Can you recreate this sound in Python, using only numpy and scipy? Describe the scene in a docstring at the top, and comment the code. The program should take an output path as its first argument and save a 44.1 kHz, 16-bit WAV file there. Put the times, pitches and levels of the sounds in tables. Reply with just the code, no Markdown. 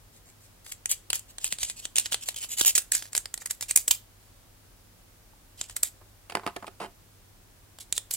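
"""Gritty scratches, sharp snaps with a brief ring, then late on a run of dull knocks, over faint hum and hiss.
Kittens scrabble in a plastic laundry basket in a quiet, small room, close to a stereo pair of ports.
Claws are stick-slip impulse trains and single slips, shaped by the spectrum of the plastic and ringing rib modes.
Knocks are softer slips with wall modes; paw thuds are damped sines; the room tone is shaped noise with two hum tones."""
import sys
import numpy as np
from scipy import signal
from scipy.fft import rfft, irfft
from scipy.io import wavfile
from scipy.ndimage import uniform_filter1d

SR = 44100
rng = np.random.default_rng(int(sys.argv[2]) if len(sys.argv) > 2 else 0)


def wav_record(signal):
    """Record a signal, one row per channel, as 16-bit PCM in the file named by sys.argv[1]."""
    frames = np.transpose(np.atleast_2d(signal))
    bounded = np.clip(frames, -1, 1)
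    # unit amplitude maps onto the largest positive 16-bit level
    quanta = np.round(bounded * 32767).astype(np.int16)
    wavfile.write(sys.argv[1], SR, quanta)


N = 359856

# share of the wall flex at each pitch: (frequency [Hz], share)
FLEX_SHARE = [(1400, 1), (2500, 0)]
EDGE_HZ = 16000  # upper band limit
TAPS = 2048  # length of the contact forces and filters
HZ = np.fft.rfftfreq(TAPS, 1 / SR)
LEAD_S = .004  # a slip lets go this long after its buffer starts
RMS_1MS = np.sqrt(SR / 1000)  # turns energy 1 into rms 1 over 1 ms


def amp(db):
    """Amplitude ratio of a level in dB."""
    return 10 ** (np.asarray(db) / 20)


def unit(x):
    """Scales to rms 1."""
    return x / np.sqrt(np.mean(x ** 2) + 1e-20)


def read(points, hz):
    """Joins table rows by straight lines on a log-frequency axis."""
    f, value = np.transpose(points)
    return np.interp(np.log(hz + 1), np.log(f + 1), value)


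def wander(count, size):
    """Smoothed noise of rms 1."""
    once = uniform_filter1d(rng.standard_normal(count), size)
    return unit(uniform_filter1d(once, size))


def add(mix, s, sound):
    """Adds a sound to the mix at time s, cut at the end of the mix."""
    part = mix[:, round(s * SR):][:, :sound.shape[1]]
    part += sound[:, :part.shape[1]]


def snaps(wet_db=-9.5, ring_db=-3.0, chatter=.18):
    """Claw tips flick off the ribs: a wall that gives also rings, and a long slip is sharp."""
    # claw letting go of a rib: (time [s], rms level over 1 ms [dB], slip length [s], give of the wall [dB])
    snap_events = [(.665, -36, 0.0012, 14), (.722, -27.5, 0.0012, 5), (0.858, -16, 0.00052, 7.5),
                   (.914, -11, 0.0012, -7), (1.103, -15.5, 0.00091, 11.5), (1.131, -13, 0.00058, 8),
                   (1.156, -19.5, 0.00093, -8), (1.194, -29.5, 0.0018, -1), (1.384, -26, 0.0006, 7),
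                   (1.444, -13, 0.00068, 2.5), (1.525, -16, 0.001, 10.5), (1.586, -26.5, 0.0018, 12),
                   (1.631, -18.5, 0.0015, 14.5), (1.699, -22.5, 0.00041, 11), (1.854, -20, 0.00055, 12),
                   (1.9582, -14.5, .001, 3), (1.966, -14.5, 0.00031, -0.5), (1.984, -6, 0.00081, 4.5),
                   (1.998, -14, 0.001, -3), (2.059, -21, 0.0026, 19), (2.122, -17, 0.0022, 12),
                   (2.13, -17, 0.00025, 4.5), (2.1442, -13.5, 0.00065, 12), (2.287, -15.5, 0.0023, 11),
                   (2.344, -33, 0.0012, 13), (2.445, -34.5, 0.0011, 26), (2.611, -9, 0.0014, 15.5),
                   (2.649, -13, .0011, 8), (2.753, -9, 0.00089, 3.5), (2.779, -6, 0.0032, 2.5),
                   (2.920, -8.5, 0.0017, 2), (2.951, -12.5, 0.00089, 1.5), (3.024, -28, 0.0013, 18.5),
                   (3.055, -38.5, 0.0008, 19), (3.1315, -25.5, 0.0013, 10), (3.151, -15, .0014, 15.5),
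                   (3.166, -18.5, 0.00032, 0), (3.178, -10.5, 0.00069, 1), (3.257, -24.5, 0.00082, 16.5),
                   (3.341, -18.5, 0.0017, 6), (3.377, -28.5, .0013, 13.5), (3.419, -35.5, 0.0044, 27),
                   (3.459, -19, 0.0023, 7), (3.472, -33, 0.0013, 7), (3.509, -14.5, 0.0029, 5),
                   (3.610, -22, .0012, 8.5), (3.625, -21, 0.0035, 12.5), (3.711, -12.5, 0.0004, -3),
                   (3.7606, 0.5, 0.0016, -3.5), (3.774, -7, 0.0015, 0.5), (3.880, -9, 0.0027, 4.5),
                   (3.910, -1.5, 0.0027, 3.5), (5.613, -18, 0.00081, 6), (5.697, -32.5, 0.0024, 18),
                   (5.765, -17, 0.0019, 6.5), (5.832, -6.5, 0.0019, 2.5), (7.787, -36, 0.0015, 20.5),
                   (7.926, -13, .0005, 0), (7.979, -14, .001, 8.5), (8.110, -17.5, 0.0026, 9.5),
                   (8.1382, -17, .0026, -8)]
    # relative contact spectrum: (frequency [Hz], density [dB])
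    base = [(60, -28), (200, -26), (600, -18), (1200, -20), (2000, -12), (3100, -8.5), (4200, -6),
            (5700, -4.5), (7700, 6.5), (9300, 0.5), (11000, -7.5), (15500, -11.5)]
    usual_slip_s, sharp_db_per_octave, lumps_db = 0.00088, 4, 2
    out = np.zeros((2, N))
    for s, db, length_s, give_db in snap_events:
        spot_db, rib_hz = spot_at(s)
        sharp_db = spot_db + sharp_db_per_octave * np.log2(length_s / usual_slip_s)
        colour_db = claw_colour(base, give_db, ring_db + ring_of(give_db), sharp_db, rib_hz)
        # each blow favours some resonances of the plastic
        colour_db = colour_db + lumps_db * wander(len(HZ), size=36)
        direct_and_wet = radiate(slip(length_s, chatter), colour_db, *place(s), wet_db)
        add(out, s - LEAD_S, amp(db) * RMS_1MS * rib_ring(direct_and_wet))
    return out


def scrapes(strokes, swell_db, flex_db, ring_db, sharp_db, wet_db, slips_per_s, uneven_db):
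    """Claws drag along the wall in gritty strokes; the lighter the stroke, the more wall and rib sound."""
    # relative contact spectrum: (frequency [Hz], density [dB])
    base = [(60, -22), (250, -24), (700, -17), (1300, -20), (2100, -13), (3050, -8.5), (4100, -5.5),
            (5700, -4.5), (7600, 6.5), (9300, -1), (11500, -1.5), (15500, -13)]
    usual_stroke_db, give_per_db = -39, -0.1145
    out = np.zeros((2, N))
    for start_s, length_s, db in strokes:
        force, size = drag(length_s, db, swell_db, slips_per_s, uneven_db)
        spot_db, rib_hz = spot_at(start_s)
        give_db = give_per_db * (db - usual_stroke_db)
        colour_db = claw_colour(base, flex_db + give_db, ring_db + ring_of(give_db),
                                sharp_db + spot_db, rib_hz, rib_db=7.0)
        sound = rib_ring(radiate(force, colour_db, *place(start_s), wet_db))
        add(out, start_s, size * sound)
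    return out


def slip(length_s, chatter, lead_in=0.289, ride_s=0.00021):
    """The contact rides up, lets go at once, and dies in a chatter of tiny slips."""
    t = np.arange(TAPS) / SR - LEAD_S
    rise = lead_in * np.exp(-abs(t) / ride_s)
    decay = np.exp(-abs(t) / max(length_s, 1e-4))
    uneven = rng.standard_normal(TAPS) * amp(8.2 * rng.standard_normal(TAPS))
    force = chatter * uneven * np.where(t < 0, rise, decay)
    force[round(LEAD_S * SR)] += 1
    z = rfft(force)
    return irfft(z / np.sqrt(abs(z) + 1e-9))  # flattened: so brief a push excites all pitches nearly alike


def drag(length_s, db, swell_db, slips_per_s, uneven_db=2.0, judder_db=2., rise_s=0.0035, release_s=0.0099):
    """Random stick-slip on the grain of the plastic under changing pressure; returns the force and its size."""
    t = np.arange(SR // 4) / SR  # strokes end here at the latest
    length_s = max(length_s, .01)
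    pressure = amp(db + swell_db * (np.minimum(t / length_s, 1) - .5))
    pressure *= np.minimum(t / rise_s, 1) * np.exp(-np.maximum(t - length_s, 0) / release_s)
    slips = (rng.random(len(t)) < slips_per_s / SR) * rng.choice([-1, 1], len(t))
    scatter_db = uneven_db * np.clip(rng.standard_normal(len(t)), -2, 2.7)
    size = amp(scatter_db + judder_db * wander(len(t), size=110))
    return slips * size * pressure, np.linalg.norm(pressure)


def spot_at(s):
    """Sharpness [dB] and rib pitch [Hz] under the claw; the pitch scatters from contact to contact."""
    # spot that the paw works on: (time [s], rib pitch [Hz], sharpness [dB])
    spots = [(.72, 2090, -2.5), (.86, 3000, 0.5), (1.65, 2930, -4), (2.1, 3020, -3), (2.68, 3070, 2),
             (2.78, 1560, -0.5), (3.2, 1920, 3), (3.55, 2010, 0.5), (3.77, 2270, 2.5), (3.9, 2956, 2.5),
             (5.62, 3270, -4), (5.82, 1960, 4), (7.95, 3480, -1), (8.11, 1480, 3)]
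    times, rib_hz, sharp_db = np.transpose(spots)
    scatter = np.exp(0.066 * rng.standard_normal())
    return np.interp(s, times, sharp_db), np.interp(s, times, rib_hz) * scatter


def place(s):
    """Left-right balance [dB] and lead of the left port [s] for the paw at work at this moment."""
    # paw position: (time [s], left-right balance [dB], lead of the left port [s])
    positions = [(.9, 1, 0.000077), (1.2, 0.5, 0.000061), (1.6, -0.5, 0.000043), (2.6, -1, 0.00005),
                 (3.0, -1.5, 0.000031), (3.8, -2, 2e-5), (5.702, -1.5, 0.000025), (7.93, -1.5, 1e-6)]
    times, balance_db, lead_s = np.transpose(positions)
    return np.interp(s, times, balance_db), np.interp(s, times, lead_s)


def claw_colour(base, flex_db, ring_db, sharp_db, rib_hz, rib_db=8.0):
    """Spectrum [dB] of one spot on the basket, with the broad resonance of the rib under the claw."""
    # share of rib ring at each pitch: (frequency [Hz], share)
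    ring_share = [(1400, 0), (2500, 1), (4800, 1), (6800, 0)]
    # share of sharpness at each pitch: (frequency [Hz], share)
    sharp_share = [(9000, 0), (11500, 1)]
    rib = rib_db / (1 + ((HZ / rib_hz - 1) / .12) ** 2)
    wall = flex_db * read(FLEX_SHARE, HZ) + ring_db * read(ring_share, HZ)
    return read(base, HZ) + rib + wall + sharp_db * read(sharp_share, HZ)


def ring_of(give_db):
    """A wall that gives also shakes its ribs, up to a limit; returns dB."""
    return min(0.73 * give_db, 12)


def rib_ring(x):
    """One contact with the rib modes that it wakes, mixed at random for each contact."""
    # modes of the plastic ribs before the mix: (frequency [Hz], level [dB], t60 [s])
    rib_modes = [(1874, -51, 0.043), (2398, -40.5, 0.031), (3010, -58, 0.044), (3124, -49.5, 0.045),
                 (6500, -66, .05), (7200, -83.5, 0.09), (7900, -65, .07), (9480, -39.5, 0.048)]
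    mix_db = 3 * np.clip(rng.standard_normal(len(rib_modes)), -2, 1.5)
    mixed = [(hz, db + extra_db, t60_s) for (hz, db, t60_s), extra_db in zip(rib_modes, mix_db)]
    return ringing(x, mixed)


def ringing(x, modes):
    """Lightly damped modes of the plastic sing on after each contact."""
    t = np.arange(SR // 6) / SR
    ring = np.zeros(len(t))
    for hz, db, t60_s in modes:
        ring += amp(db - 60 * t / t60_s) * np.sin(2 * np.pi * (hz * t + rng.random()))
    return x + signal.fftconvolve(x, ring[None], axes=1)[:, :x.shape[1]]


def causal(db):
    """Minimum-phase impulse response of a spectrum in dB."""
    log_gain = np.log(amp(np.concatenate([db, db[-2:0:-1]])))
    return np.fft.ifft(np.exp(np.conj(signal.hilbert(log_gain)))).real


def radiate(force, colour_db, pan_db, lead_s, wet_db):
    """A force sounds through the plastic to two ports, direct (mean energy 1) and by reflection."""
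    # difference in port colour: (frequency [Hz], left-right [dB])
    port_balance = [(300, -1), (2000, 0), (4000, 0), (5500, 1), (7500, -1.5), (10000, 0), (12500, 2),
                    (15000, 5)]
    # likeness of the direct sound at the ports: (frequency [Hz], coherence)
    port_likeness = [(300, 1), (1500, 0.64), (4000, 0.7), (9000, 0.6), (15000, 0.23)]
    spot_db = 1.2 * wander(len(HZ), size=22)
    likeness = np.clip(read(port_likeness, HZ), 0, 1)
    phase_spread = np.sqrt(1 - likeness ** 2) * wander(len(HZ), size=40)
    side_db = (read(port_balance, HZ) + pan_db) / 2
    ports = np.array([causal(colour_db + spot_db + side_db), causal(colour_db + spot_db - side_db)])
    source = signal.fftconvolve(force[None], ports[:, :TAPS // 2], axes=1)
    source /= np.sqrt((source ** 2).sum() / 2)
    # the right port hears it a little later, with its phase bent
    count = source.shape[1]
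    lag = np.interp(np.fft.rfftfreq(count, 1 / SR), HZ, 2 * np.pi * HZ * lead_s + phase_spread)
    late_right = irfft(rfft(source[1]) * np.exp(-1j * lag), count)
    out = signal.fftconvolve(source, amp(wet_db) * surroundings(), axes=1)
    add(out, 0, np.array([source[0], late_right]))
    return out


def surroundings(basket_db=1.0, room_db=-5.5, build_s=0.0015):
    """Basket echoes and a short room tail, each band dying at its own speed; levels before the wet gain."""
    # likeness of the tail at the ports: (frequency [Hz], coherence)
    room_likeness = [(300, 0.99), (1000, 0.87), (2500, 0.19), (5000, 0.28)]
    # decay of the room: (frequency [Hz], t60 [s])
    room_t60 = [(200, 0.11), (1000, 0.25), (3000, 0.25), (8000, 0.2), (15000, 0.19)]
    noise = irfft(diffuse(room_likeness, SR // 4))
    hz, t, z = signal.stft(noise, SR, nperseg=256)
    decay = amp(-60 * t / read(room_t60, hz)[:, None])
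    tail = signal.istft(z * decay, SR, nperseg=256)[1]
    tail *= 1 - np.exp(-(np.arange(tail.shape[1]) / SR / build_s) ** 2)
    tail *= amp(room_db) / np.linalg.norm(tail[0])
    add(tail, 0, amp(basket_db) * basket_echoes())
    return tail


def basket_echoes(first_s=.0016, fade_s=0.0019, count=50):
    """The near walls of the basket throw back a cluster of quick reflections, energy 1 per port."""
    taps = np.zeros((2, TAPS))
    delay_s = np.clip(first_s + 0.026 * rng.random((2, count)), 0, .04)
    echoes = rng.choice([-1, 1], delay_s.shape) * np.exp(-delay_s / fade_s)
    np.put_along_axis(taps, (delay_s * SR).astype(int), echoes, 1)
    return taps / np.linalg.norm(taps, axis=1, keepdims=True)


def diffuse(likeness, count):
    """Spectra of two noises whose coherence follows a table over frequency."""
    a, b = rfft(rng.standard_normal((2, count)))
    same = np.clip(read(likeness, np.fft.rfftfreq(count, 1 / SR)), -1, 1)
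    return np.array([a, same * a + np.sqrt(1 - same ** 2) * b])


def knocks(pan_db=-2.5, lead_s=4e-5, wet_db=-9.5):
    """Soft bumps and rubs on the whole wall: low, broad and short."""
    # dull knock: (time [s], rms level over 1 ms [dB], length [s], hardness [dB])
    knock_events = [(5.333, -50.5, 0.0021, -16), (6.012, -45, 0.0054, -15), (6.298, -29, 0.0078, 10),
                    (6.321, -30.5, 0.0031, 7), (6.3523, -13.5, 0.0016, 3), (6.371, -23, 0.00099, -2.5),
                    (6.396, -33.5, 0.0014, -3), (6.434, -34, 0.012, -4), (6.465, -19, .0013, -0.5),
                    (6.475, -22, 0.0013, 1), (6.5634, -23.5, 0.0032, 4.5), (6.625, -31.5, 0.0052, -7),
                    (6.644, -32, .002, -6), (6.668, -33.5, 0.0056, 11), (6.679, -30.5, 0.004, -2),
                    (6.801, -31.5, 0.0029, -2), (6.814, -28, 0.018, -3), (6.847, -35, 0.0025, -5)]
    # soft rubbing after a knock: (start [s], length [s], level [dB])
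    rubs = [(6.356, 0.019, -47), (6.475, 0.018, -40.5), (6.803, 0.053, -39.5)]
    # relative contact spectrum: (frequency [Hz], density [dB])
    knock_colour = [(50, -24), (140, -9.5), (400, 2.5), (750, 0.5), (1050, 2.5), (1700, -3.5), (2000, -4),
                    (2900, -7), (3900, -15), (4800, -12), (6000, -22), (9000, -14.5), (15000, -30)]
    base_db = read(knock_colour, HZ)
    out = np.zeros((2, N))
    for s, db, length_s, hard_db in knock_events:
        lumps_db = 1 * wander(len(HZ), size=7)
        colour_db = base_db + hard_db * (1 - read(FLEX_SHARE, HZ)) + lumps_db
        sound = radiate(slip(length_s, chatter=0.64), colour_db, pan_db, lead_s, wet_db)
        add(out, s - LEAD_S, amp(db) * RMS_1MS * sound)
    for start_s, length_s, db in rubs:
        # a rub dies down as it goes
        force, size = drag(length_s, db, swell_db=-7.5, slips_per_s=600, uneven_db=1.5)
        add(out, start_s, size * radiate(force, base_db, pan_db, lead_s, wet_db))
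    return out


def thuds(cycles=0.77):
    """The basket floor gives under a landing paw pad: a sine that dies within a cycle or two."""
    # paw landing: (time [s], rms level over 1 ms [dB], pitch [Hz])
    landings = [(1.527, -40, 191), (1.611, -34, 53.4), (2.04, -45, 54.4), (2.612, -30, 294),
                (2.64, -39, 59.4), (6.462, -37, 202), (6.808, -42, 206)]
    out, t = np.zeros((2, N)), np.arange(SR // 6) / SR
    for s, db, hz in landings:
        swing = np.sin(2 * np.pi * hz * t) * (1 - np.exp(-4 * hz * t)) * np.exp(-hz * t / cycles)
        add(out, s, amp(db) * RMS_1MS * swing[None] / np.linalg.norm(swing))
    return out


def room_tone(quiet_db=-59, hum_waver_rad=0.1):
    """Steady rumble and hiss as shaped noise, with an appliance hum whose phase wavers."""
    # relative room tone spectrum: (frequency [Hz], density [dB])
    quiet = [(12, -45), (20, 14), (53, -7.5), (68, -13), (83, -6.5), (101, -6.5), (127, -13.5), (177, -14),
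             (210, -15), (248, -15.5), (434, -19.5), (499, -19), (2530, -27), (8410, -28), (16000, -29)]
    # likeness of the room tone at the ports: (frequency [Hz], coherence)
    quiet_likeness = [(60, 0.94), (130, 0.61), (290, 0.37), (640, 0.24), (1400, 0.12), (3000, 0)]
    # hum tones: (frequency [Hz], rms level [dB])
    hum_tones = [(43, -70), (100, -65)]
    hz, t = np.fft.rfftfreq(N, 1 / SR), np.arange(N) / SR
    z = diffuse(quiet_likeness, N) * amp(read(quiet, hz))
    heard = (hz > 150) & (hz < EDGE_HZ)  # the band that quiet_db refers to
    hiss = amp(quiet_db) * irfft(z, N) / np.std(irfft(z * heard, N))
    hum = np.zeros(N)
    for f, db in hum_tones:
        phase = 2 * np.pi * f * t + hum_waver_rad * wander(N, size=6000)
        hum += amp(db) * np.sqrt(2) * np.sin(phase)
    return hiss + hum


def scene():
    """Claws wake the ribs, knocks wake the wall; paw thuds and the room lie beneath."""
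    # claw pulling ever harder until it lets go: (start [s], length [s], level [dB])
    pull_strokes = [(.12, 0.056, -61.5), (.25, 0.052, -61), (.4, .06, -62), (.642, .06, -51),
                    (.713, .009, -41.5), (.89, 0.025, -30.5), (1.138, 0.014, -34), (1.279, .026, -54.5),
                    (1.4, .034, -47), (1.501, 0.032, -39.5), (1.591, 0.026, -37.5), (1.66, 0.045, -40.5),
                    (1.76, 0.037, -45.5), (1.816, 0.038, -47), (2.033, 0.03, -41), (2.11, 0.028, -37.5),
                    (2.207, 0.027, -42), (2.255, 0.027, -41.5), (2.403, 0.041, -37), (2.486, 0.051, -36.5),
                    (2.567, 0.034, -28.5), (2.928, 0.015, -28.5), (3.119, .013, -51), (3.151, 0.0065, -34),
                    (3.399, 0.018, -46.5), (3.494, 0.011, -39.5), (3.607, .022, -39), (3.68, 0.027, -36.5),
                    (5.573, 0.036, -49.5), (5.682, 0.03, -51), (5.758, .008, -43), (7.798, 0.014, -45),
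                    (7.949, 0.019, -40), (8.11, 0.035, -37)]
    # freed claw skidding on and losing its grip: (start [s], length [s], level [dB])
    skid_strokes = [(.86, 0.0089, -51), (.917, 0.013, -27), (1.168, 0.024, -46), (1.448, 0.035, -33.5),
                    (1.629, .023, -28), (1.97, .05, -31), (2.287, 0.022, -36.5), (2.359, 0.037, -36.5),
                    (2.61, 0.034, -26), (2.658, 0.047, -17.5), (2.754, 0.0087, -17), (2.78, 0.01, -24.5),
                    (2.95, 0.028, -28), (2.97, 0.11, -44.5), (3.766, 0.045, -37), (3.913, 0.034, -33.5),
                    (4.2, 0.29, -69.5), (5.626, 0.037, -48), (5.836, 0.048, -39)]
    # low modes that the knocks wake: (frequency [Hz], level [dB], t60 [s])
    wall_modes = [(211.4, -52.5, 0.16), (380, -44, 0.092), (698, -47.5, 0.12), (856, -46.5, 0.067),
                  (1030, -50, 0.052), (1250, -55.5, 0.098), (1736, -37, 0.044)]
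    pulls = scrapes(pull_strokes, swell_db=10, flex_db=2.0, ring_db=2.5, sharp_db=1.0,
                    wet_db=-6.5, slips_per_s=2200, uneven_db=-1.5)
    skids = scrapes(skid_strokes, swell_db=-10.5, flex_db=2.0, ring_db=3., sharp_db=1.0,
                    wet_db=-13.0, slips_per_s=2600, uneven_db=4.0)
    return snaps() + pulls + skids + ringing(knocks(), wall_modes) + thuds() + room_tone()


def record(dry):
    """Cuts rumble below 35 Hz and softly limits the tallest peaks; then the band limit."""
    ceiling = .8
    rumble_cut = signal.butter(6, 35, "highpass", fs=SR, output="sos")
    lean = signal.sosfilt(rumble_cut, dry)
    rounded = ceiling * np.tanh(lean / ceiling)
    band_limit = signal.firwin(255, EDGE_HZ, window=("kaiser", 9), fs=SR)
    return signal.oaconvolve(rounded, band_limit[None], "same")


dry = scene()
out = record(dry)
wav_record(out)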